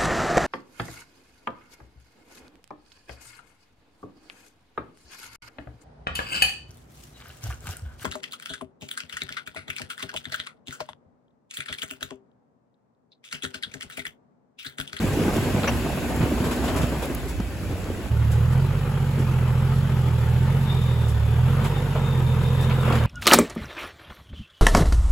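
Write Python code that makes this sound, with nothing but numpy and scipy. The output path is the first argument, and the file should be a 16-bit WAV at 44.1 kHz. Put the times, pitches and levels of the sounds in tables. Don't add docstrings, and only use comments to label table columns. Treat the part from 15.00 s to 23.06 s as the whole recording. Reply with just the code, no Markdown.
import sys
import numpy as np
from scipy import signal
from scipy.fft import rfft, irfft, next_fast_len
from scipy.io import wavfile
from scipy.ndimage import uniform_filter1d, map_coordinates

SR = 44100
rng = np.random.default_rng(int(sys.argv[2]) if len(sys.argv) > 2 else 0)


def put_to_file(sound):
    columns = np.atleast_2d(sound).T
    safe = np.clip(columns, -1, 1)
    whole_steps = np.round(safe * 32767)
    wavfile.write(sys.argv[1], SR, whole_steps.astype(np.int16))


N = 355446

# (frequency [Hz], relative density [dB per Hz])
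GRIND_SPECTRUM = [(88, -19), (150, -2.5), (199, -6.5), (247, -2.5), (588, -12), (1310, -21), (1580, -21),
                  (2000, -47), (2600, -32.5), (4400, -120)]


def amp(db):
    return 10 ** (np.asarray(db) / 20)


def unit(x):
    return x / np.sqrt(np.mean(x ** 2) + 1e-20)


def along(points, hz):
    f, v = np.transpose(points)
    return np.interp(np.log(hz + 1), np.log(f + 1), v)


def curves(rows):
    s, *cols = np.transpose(rows)
    return [np.interp(np.arange(N) / SR, s, c) for c in cols]


def wobble(rate_hz):
    knots = rng.standard_normal(int(N * rate_hz / SR) + 4)
    return map_coordinates(knots, [np.arange(N) * rate_hz / SR])


def filtered(x, response):
    m = next_fast_len(N + SR // 2)
    return irfft(rfft(x, m) * response(np.fft.rfftfreq(m, 1 / SR)), m)[..., :N]


def noise(spectrum, pulsing=1, patchy_db=2.0):
    z = signal.stft(pulsing * rng.standard_normal((2, N)), nperseg=1024)[2]
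    field = uniform_filter1d(rng.standard_normal(z.shape[1:]), size=3, axis=0)
    field = uniform_filter1d(field, size=5, axis=1)
    pair = signal.istft(z * amp(patchy_db * unit(field)), nperseg=1024)[1][:, :N]
    return unit(filtered(pair, lambda hz: amp(along(spectrum, hz))))


def grains(rate_hz, spread_db, life_s):
    size_db = spread_db * np.minimum(rng.exponential(size=N), 2)
    hits = (rng.random(N) < rate_hz / SR) * amp(size_db)
    pole = np.exp(-2 / (life_s * SR))
    return unit(signal.lfilter([1], np.poly([pole, pole]), hits))


def direct(x):
    return np.array([x, 0 * x])


def add_at(track, start_s, sound):
    track[round(start_s * SR):][:len(sound)] += sound


def tone(db, rows):
    hz, = curves(rows)
    t = np.arange(N) / SR
    fade_s = .05
    on = np.clip(np.minimum(t - rows[0][0] + fade_s, rows[-1][0] + fade_s - t) / fade_s, 0, 1)
    phase = 2 * np.pi * np.cumsum(hz) / SR + 0.43 * wobble(18)
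    return on * amp(db + 0.52 * wobble(10)) * np.sin(phase)


def climb():
    # (mean level [dB], pitch curve as (time [s], pitch [Hz]))
    petrol_tones = [(-27.5, [(0.0, 101.6), (0.65, 97.5)]), (-32.5, [(0.4, 248), (0.92, 227), (1.26, 252.7),
                    (1.65, 237.2), (1.8, 256)]), (-30, [(1.12, 71.1), (1.5, 72.9), (2.25, 54.7),
                    (2.45, 57)]), (-31.5, [(2.46, 92.2), (3.02, 93.4)]), (-38, [(2.6, 177), (3.08, 189.3)])]
    # (time [s], level [dB])
    grind_rows = [(0.0, -27), (0.21, -26.5), (0.72, -26.5), (0.93, -28.5), (1.75, -26.5), (2.1, -31),
                  (2.4, -36), (2.76, -34), (3.08, -34.5)]
    # (frequency [Hz], relative density [dB per Hz])
    rumble_spectrum = [(15, -53), (25, -15), (39, -17), (54, 2), (140, -7.5), (195, -26), (250, -11),
                       (320, -25), (550, -120)]
    # (frequency [Hz], relative density [dB per Hz])
    grit_spectrum = [(900, -65), (1500, 0), (2500, 0.5), (4000, -7), (6000, -11), (9000, -8), (12000, -12),
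                     (16000, -16)]
    t = np.arange(N) / SR
    grind_db, = curves(grind_rows)
    bite_db = grind_db + 29
    rumble_db = -31.5 + 0.6 * bite_db + 0.5 * t
    rumble = amp(rumble_db) * noise(rumble_spectrum, amp(1.7 * wobble(17)))
    grind = amp(grind_db) * noise(GRIND_SPECTRUM, 1 + .45 * grains(110, 3, .008))
    grit_db = -37 + 0.67 * bite_db - t
    grit = amp(grit_db) * noise(grit_spectrum, 1 + 0.047 * grains(100, 2.3, 0.0031))
    petrol = sum(tone(db, rows) for db, rows in petrol_tones)
    return direct(petrol) + rumble + grind + grit


def fuzzy(hz, width_hz, steady):
    white = rng.standard_normal((2, 2, N))
    fuzz = unit(filtered(white, lambda f: 1 / (1 + (f / width_hz) ** 2)))
    turn = 2 * np.pi * np.cumsum(hz) / SR
    return unit((steady + fuzz[0]) * np.cos(turn) + fuzz[1] * np.sin(turn))


def exhaust_orders(crank_hz, turn, boom_db, bass_db):
    # (crank order, relative level at 14.2 Hz [dB], slope [dB per Hz of crank speed])
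    orders = [(3, -7, 2.9), (4, -22, 2.8), (5, -26, 1.3), (6, 0, 0), (7, -21, 4.1), (8, -13.5, 7),
              (9, 0, 0), (10, -14.8, -2.7), (11, -11, -.3), (12, -18.5, -3), (14, -19, 1.2),
              (15, -19.5, 1.7)]
    phase_offsets = [3, .3, -1.7]
    exhaust = 0
    for order, db, slope in orders:
        base_db = boom_db if order > 6 else bass_db
        level = amp(base_db + db + slope * (crank_hz - 14.2) + .7 * wobble(16))
        phase_offset = phase_offsets[0 if order % 3 == 0 else 1 + (order > 9)]
        phase_offset += 12 / order ** 2
        late = .55 * (crank_hz - 15.4) * (order > 6)
        exhaust = exhaust + level * np.cos(order * turn + phase_offset - late + .07 * wobble(12))
    return exhaust


def descent():
    # (time [s], crank speed before smoothing [Hz])
    crank_rows = [(3.26, 12.436), (3.366, 12.61), (3.77, 16.374), (3.879, 15.863), (4.496, 13.707),
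                  (4.813, 15.103), (5.235, 12.784), (5.585, 15.476), (5.909, 13.521), (6.212, 11.804),
                  (6.672, 16.216), (6.86, 15.824), (7.261, 13.883), (7.382, 14.178), (7.905, 14.43),
                  (7.906, 12.865)]
    # (time [s], level [dB])
    clatter_rows = [(3.1, -37), (3.9, -34.5), (5.3, -35.5), (5.5, -33.5), (6.24, -37), (6.62, -32),
                    (7.3, -34.5), (7.8, -31.5), (7.9, -26), (8.06, -32)]
    # (frequency [Hz], relative density [dB per Hz])
    clatter_spectrum = [(120, -65), (200, -3.5), (221, 1.5), (247, -8), (322, -11), (365, -7), (457, -6.5),
                        (499, -6), (675, -14.5), (860, -10), (1040, -14), (1250, -11.5), (1700, -17),
                        (3270, -23.5), (3620, -35), (4000, -79), (5200, -71), (8800, -120)]
    # (frequency [Hz], relative density [dB per Hz])
    hiss_spectrum = [(1500, -62), (2500, -1.5), (4000, -4.5), (6000, -11), (9000, -8), (12000, -9.5),
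                     (16000, -16)]
    # (time [s], low band [Hz], high band [Hz], shared strength [dB])
    band_rows = [(3.1, 403.7, 839, -13), (5.0, 393.5, 858, 0.5), (5.9, 396.3, 953, 1.5),
                 (6.499, 459, 922, -2), (7.2, 451.5, 934, 5), (8.06, 479.4, 1054, 1)]
    band_offsets_db = (-10, -13)
    # (at 14 Hz [dB], [dB per Hz], [dB per Hz squared], [dB per Hz of speed a moment ago])
    boom_law = (-17.5, 0.5, -1.2, -1.5)
    bass_law = (-23, 0.6, 0, -2.5)
    crank_hz = uniform_filter1d(curves(crank_rows)[0], round(.15 * SR), mode="nearest")
    turn = 2 * np.pi * (np.cumsum(crank_hz) / SR + .882)
    governor_s = 0.086
    over_hz = crank_hz - 14
    keep = np.exp(-1 / (governor_s * SR))
    before_hz = signal.lfilter([1 - keep], [1, -keep], over_hz)
    boom_db, bass_db = np.array([boom_law, bass_law]) @ [over_hz ** 0, over_hz, over_hz ** 2, before_hz]
    exhaust = exhaust_orders(crank_hz, turn, boom_db, bass_db)
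    puff_spectrum = [(25, -40), (45, -8), (90, -4), (130, 0), (180, -6), (260, -15), (400, -60)]
    puffing = amp(boom_db - 19) * noise(puff_spectrum)
    firing = 1 + .14 * np.cos(3 * turn)
    clatter_db, = curves(clatter_rows)
    clatter = amp(clatter_db) * noise(clatter_spectrum, firing * (1 + .2 * grains(60, 3, .012)))
    hiss_db = -45.5 + 0.42 * (clatter_db + 33.5)
    hiss = amp(hiss_db) * noise(hiss_spectrum, firing * (1 + 0.11 * grains(40, 2.4, 0.016)))
    *bands_hz, strength_db = curves(band_rows)
    bands = sum(amp(clatter_db + strength_db + db) * fuzzy(hz, 46, 0.35)
                for hz, db in zip(bands_hz, band_offsets_db))
    return direct(exhaust) + puffing + clatter + firing * bands + hiss


def thumps():
    # (time [s], envelope peak [dB], nominal pitch [Hz], rise [s])
    thump_rows = [(0.038, -18, 258, 0.0056), (0.168, -19, 343, 0.0064), (0.192, -20, 245, 0.007),
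                  (0.211, -14, 200, 0.0031), (0.248, -16, 260, 0.011), (.279, -13, 304, .0042),
                  (.359, -15, 350, 0.0073), (0.379, -16, 252, 0.0055), (0.424, -23, 302, 0.0056),
                  (.428, -18, 123, 0.0075), (0.541, -12, 246, 0.0058), (.945, -24.5, 189, 0.01),
                  (1.204, -17, 180, 0.0062), (1.227, -11, 145, 0.0073), (1.316, -17.5, 327, 0.0066),
                  (1.334, -19.5, 259, 0.0053), (1.402, -13.5, 150, .006), (1.418, -20, 268, .006),
                  (1.829, -13.5, 156, 0.0096), (1.931, -23, 345, 0.0081), (2.397, -17, 227, 0.0062),
                  (2.703, -19.5, 103, 0.015), (2.854, -29, 200, 0.0058), (2.9, -21.5, 430, 0.0033),
                  (4.168, -31, 430, 0.0098), (4.192, -22, 336, 0.0082)]
    crunch_offset_db = -12
    out, crunch, t = np.zeros(N + SR), np.zeros(N + SR), np.arange(SR // 8) / SR
    for s, db, hz, rise_s in thump_rows:
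        rise = t / rise_s
        shape = (rise * np.exp(1 - rise)) ** 2
        cycles = hz * (.55 * t + 1.22 * rise_s * (1 - np.exp(-rise)))
        add_at(out, s, amp(db) * shape * np.sin(2 * np.pi * cycles))
        add_at(crunch, s, amp(db + crunch_offset_db) * shape)
    return direct(out[:N]) + crunch[:N] * noise(GRIND_SPECTRUM)


def stones():
    # (time [s], body level [dB], treble level [dB])
    stone_rows = [(0.333, -39, -40), (0.359, -37, -47), (0.423, -36, -43), (0.63, -29, -52),
                  (1.212, -33, -54), (1.44, -31.5, -39), (1.509, -30.5, -37.5), (1.638, -32, -38),
                  (1.677, -31.5, -44), (1.759, -32, -36), (1.814, -33, -38.5), (2.021, -33.5, -38.5),
                  (2.28, -39, -40.5), (3.312, -44, -41.5), (3.518, -42, -47), (4.187, -42, -43),
                  (6.0794, -49, -42), (6.6434, -32, -40), (6.956, -36, -56), (7.6196, -38, -43),
                  (7.697, -30, -58), (7.8486, -36, -48), (7.92, -30, -43), (7.95, -33, -44)]
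    # (frequency [Hz], relative density [dB per Hz])
    body_spectrum = [(300, -2.5), (500, 2), (750, -2), (1070, 3), (1600, -5.5), (2500, -5.5), (3600, -6.5),
                     (5000, -19), (7000, -72)]
    # (frequency [Hz], relative density [dB per Hz])
    treble_spectrum = [(3000, -17), (5000, 10.5), (6000, 7), (9000, 14), (16000, -0.5)]
    rise_s, decay_s = .003, 0.04
    body, treble, t = np.zeros(N + SR), np.zeros(N + SR), np.arange(SR // 4) / SR
    shape = (1 - np.exp(-t / rise_s)) * np.exp(-(t / decay_s) ** 2)
    for s, body_db, treble_db in stone_rows:
        add_at(body, s, amp(body_db) * shape)
        add_at(treble, s, amp(treble_db) * shape)
    rasp = noise(body_spectrum, 1 + 0.45 * grains(200, 2.4, 0.0011))
    return body[:N] * rasp + treble[:N] * noise(treble_spectrum)


def whine():
    # (time [s], pitch [Hz], mean level [dB])
    drag_rows = [(4.6, 3530, -60), (5.1, 3436, -55), (5.6, 3600, -56), (5.75, 3640, -48),
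                 (6.05, 3610, -45.5), (6.2, 3480, -53), (6.45, 3480, -55), (6.8, 3620, -52),
                 (7.13, 3650, -52), (7.24, 3620, -53), (7.6, 3640, -44.5), (8.06, 3630, -52)]
    # (middle [s], peak level [dB], pitch [Hz], half length to 1/e [s])
    squeak_rows = [(5.677, -46, 3590, .022), (5.713, -37.5, 3615, 0.023), (5.769, -48, 3680, .02),
                   (5.838, -49, 3590, 0.027), (5.885, -54, 3630, .03), (6.775, -43, 3590, 0.022),
                   (7.066, -47, 3650, 0.048), (7.16, -48, 3630, 0.044), (7.304, -46, 3620, 0.043),
                   (7.455, -45, 3615, .025), (7.578, -47, 3590, .035), (7.645, -45, 3640, .025)]
    drag_hz, drag_db = curves(drag_rows)
    t = np.arange(N) / SR
    grab_hz, = curves([(s, pitch_hz) for s, db, pitch_hz, half_s in squeak_rows])
    grabs = sum(amp(db) * np.exp(-((t - s) / half_s) ** 2) for s, db, pitch_hz, half_s in squeak_rows)
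    drag = (t > drag_rows[0][0]) * amp(drag_db + 1.7 * wobble(21)) * fuzzy(drag_hz, 130, 0.25)
    return drag + grabs * fuzzy(grab_hz, 90, 1.5)


def knocks():
    # (time [s], strike level [dB], main pitch [Hz])
    knock_rows = [(6.957, -21.5, 624), (6.983, -25, 600), (7.86, -23, 500), (7.875, -24, 620),
                  (7.888, -29, 2060), (7.905, -23, 720), (7.924, -26, 1980), (7.934, -19, 690),
                  (7.954, -23, 800), (7.972, -28, 1450), (7.985, -31, 3050), (8.027, -27, 700),
                  (8.048, -26, 1000)]
    # (ratio to main pitch, mean level [dB])
    modes = [(.71, -5), (1, 0), (1.39, -5), (1.65, -7), (2.3, -11)]
    rise_s, ring_s = 0.00099, .007
    out, t = np.zeros(N + SR), np.arange(SR // 12) / SR
    chance = rng.standard_normal((len(knock_rows), len(modes)))
    shape = (1 - np.exp(-t / rise_s)) * np.exp(-t / ring_s)
    for (s, db, hz), draw in zip(knock_rows, chance):
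        ring = sum(amp(mode_db + 2 * d) * np.sin(2 * np.pi * hz * ratio * t)
                   for (ratio, mode_db), d in zip(modes, draw))
        add_at(out, s, amp(db) * shape * ring)
    return direct(out[:N])


def scrape():
    # start [s], length [s], level [dB], mean slip rate [Hz]
    start_s, length_s, db, slip_hz = (.6755, .024, -21, 545)
    # (frequency [Hz], width [Hz], level [dB])
    plate = [(530, 220, 0.5), (1030, 380, -0.5), (1650, 420, -4), (2600, 930, -5), (3200, 360, -8),
             (4520, 230, -26), (5910, 110, -5)]
    t = np.arange(N) / SR - start_s
    slip_count = np.floor(np.cumsum(slip_hz * (1 + .06 * wobble(300))) / SR)
    slips = np.diff(slip_count, prepend=0) * amp(3.3 * wobble(400))
    drag = direct(unit(slips)) + 1.1 * rng.standard_normal((2, N))

    def resonances(f):
        return sum((-1) ** k * amp(mode_db) * 1j * f * width / (centre ** 2 - f * f + 1j * f * width)
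                   for k, (centre, width, mode_db) in enumerate(plate))
    fade = np.exp(-np.clip(t / length_s, 0, 9) ** 4)
    return amp(db) * (t > 0) * fade * unit(filtered(drag, resonances))


def ticks():
    # (time [s], snap level [dB], pitch [Hz])
    tick_rows = [(.294, -34, 11000), (0.367, -18.5, 6960), (1.1618, -22, 11000), (1.5316, -24, 8000),
                 (1.5633, -23, 10000), (1.7639, -29, 10000), (2.057, -21, 9000), (2.1495, -15.5, 11500),
                 (2.402, -27, 5000), (2.757, -26, 595), (2.843, -30, 4000), (3.3199, -23, 10000),
                 (3.5309, -34, 9000), (6.6438, -26, 9000), (7.6127, -24, 9000), (7.8256, -30, 8000),
                 (7.698, -26, 2960), (7.925, -20, 2710), (7.9553, -29, 6500), (7.959, -31, 2600),
                 (8.038, -24, 3000)]
    decay_cycles, tail_s, tail_offset_db = 2.3, 0.0041, -14
    out, t = np.zeros(N + SR), np.arange(SR // 40) / SR
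    for s, db, hz in tick_rows:
        add_at(out, s, amp(db) * np.exp(-t * hz / decay_cycles) * np.sin(2 * np.pi * hz * t))
        band = [hz / SR, min(3.6 * hz / SR, .9)]
        grit = signal.lfilter(*signal.butter(1, band, "band"), rng.standard_normal(len(t)))
        add_at(out, s, amp(db + tail_offset_db) * np.exp(-t / tail_s) * unit(grit))
    return direct(out[:N])


def ports(pair, lean):
    # (frequency [Hz], correlation)
    likeness = [(60, 0.75), (300, 0.97), (700, 0.81), (1700, 0.65), (3300, 0.12), (4500, 0.14),
                (5800, 0.22), (6800, 0.71)]
    # (frequency [Hz], balance [dB])
    balance = [(60, -8.5), (200, -2), (700, 0.5), (2400, 1.7), (5000, 1.3), (6700, 1.5)]
    turn_hz, step_hz = 6900, 2270
    lead_s, lead_top_hz = 0.00004, 1500

    def share(hz):
        alike = np.where(hz < turn_hz, np.clip(along(likeness, hz), 0, 1), 1)
        u = np.arccos(alike) / 2
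        return np.array([np.cos(u), np.sin(u)])

    def tilt(hz):
        steps = np.maximum((hz - turn_hz) / step_hz, 0)
        gap = np.pi * (steps // 1 + np.clip(2 * (steps % 1) - .5, 0, 1))
        lead = 2 * np.pi * lead_s * hz * (hz < lead_top_hz)
        left_db = along(balance, hz) * np.where(hz < 500, lean, hz < turn_hz)
        half = amp(left_db / 2) * np.exp(.5j * (gap + lead))
        return np.array([half, 1 / half])
    common, apart = filtered(pair, share)
    return filtered(np.array([common + apart, common - apart]), tilt)


def scene():
    takeover_s, fade_s = 3.095, .02
    second = np.clip((np.arange(N) / SR - takeover_s) / fade_s, 0, 1)
    loose = whine() + thumps() + stones() + ticks() + knocks() + scrape()
    first_pair = (1 - second) * (climb() + loose)
    second_pair = second * (descent() + loose)
    return ports(first_pair, lean=0.31) + ports(second_pair, lean=0.46)


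def record(dry):
    top_hz = 15870
    return filtered(dry, lambda hz: hz < top_hz)


dry = scene()
out = record(dry)
put_to_file(out)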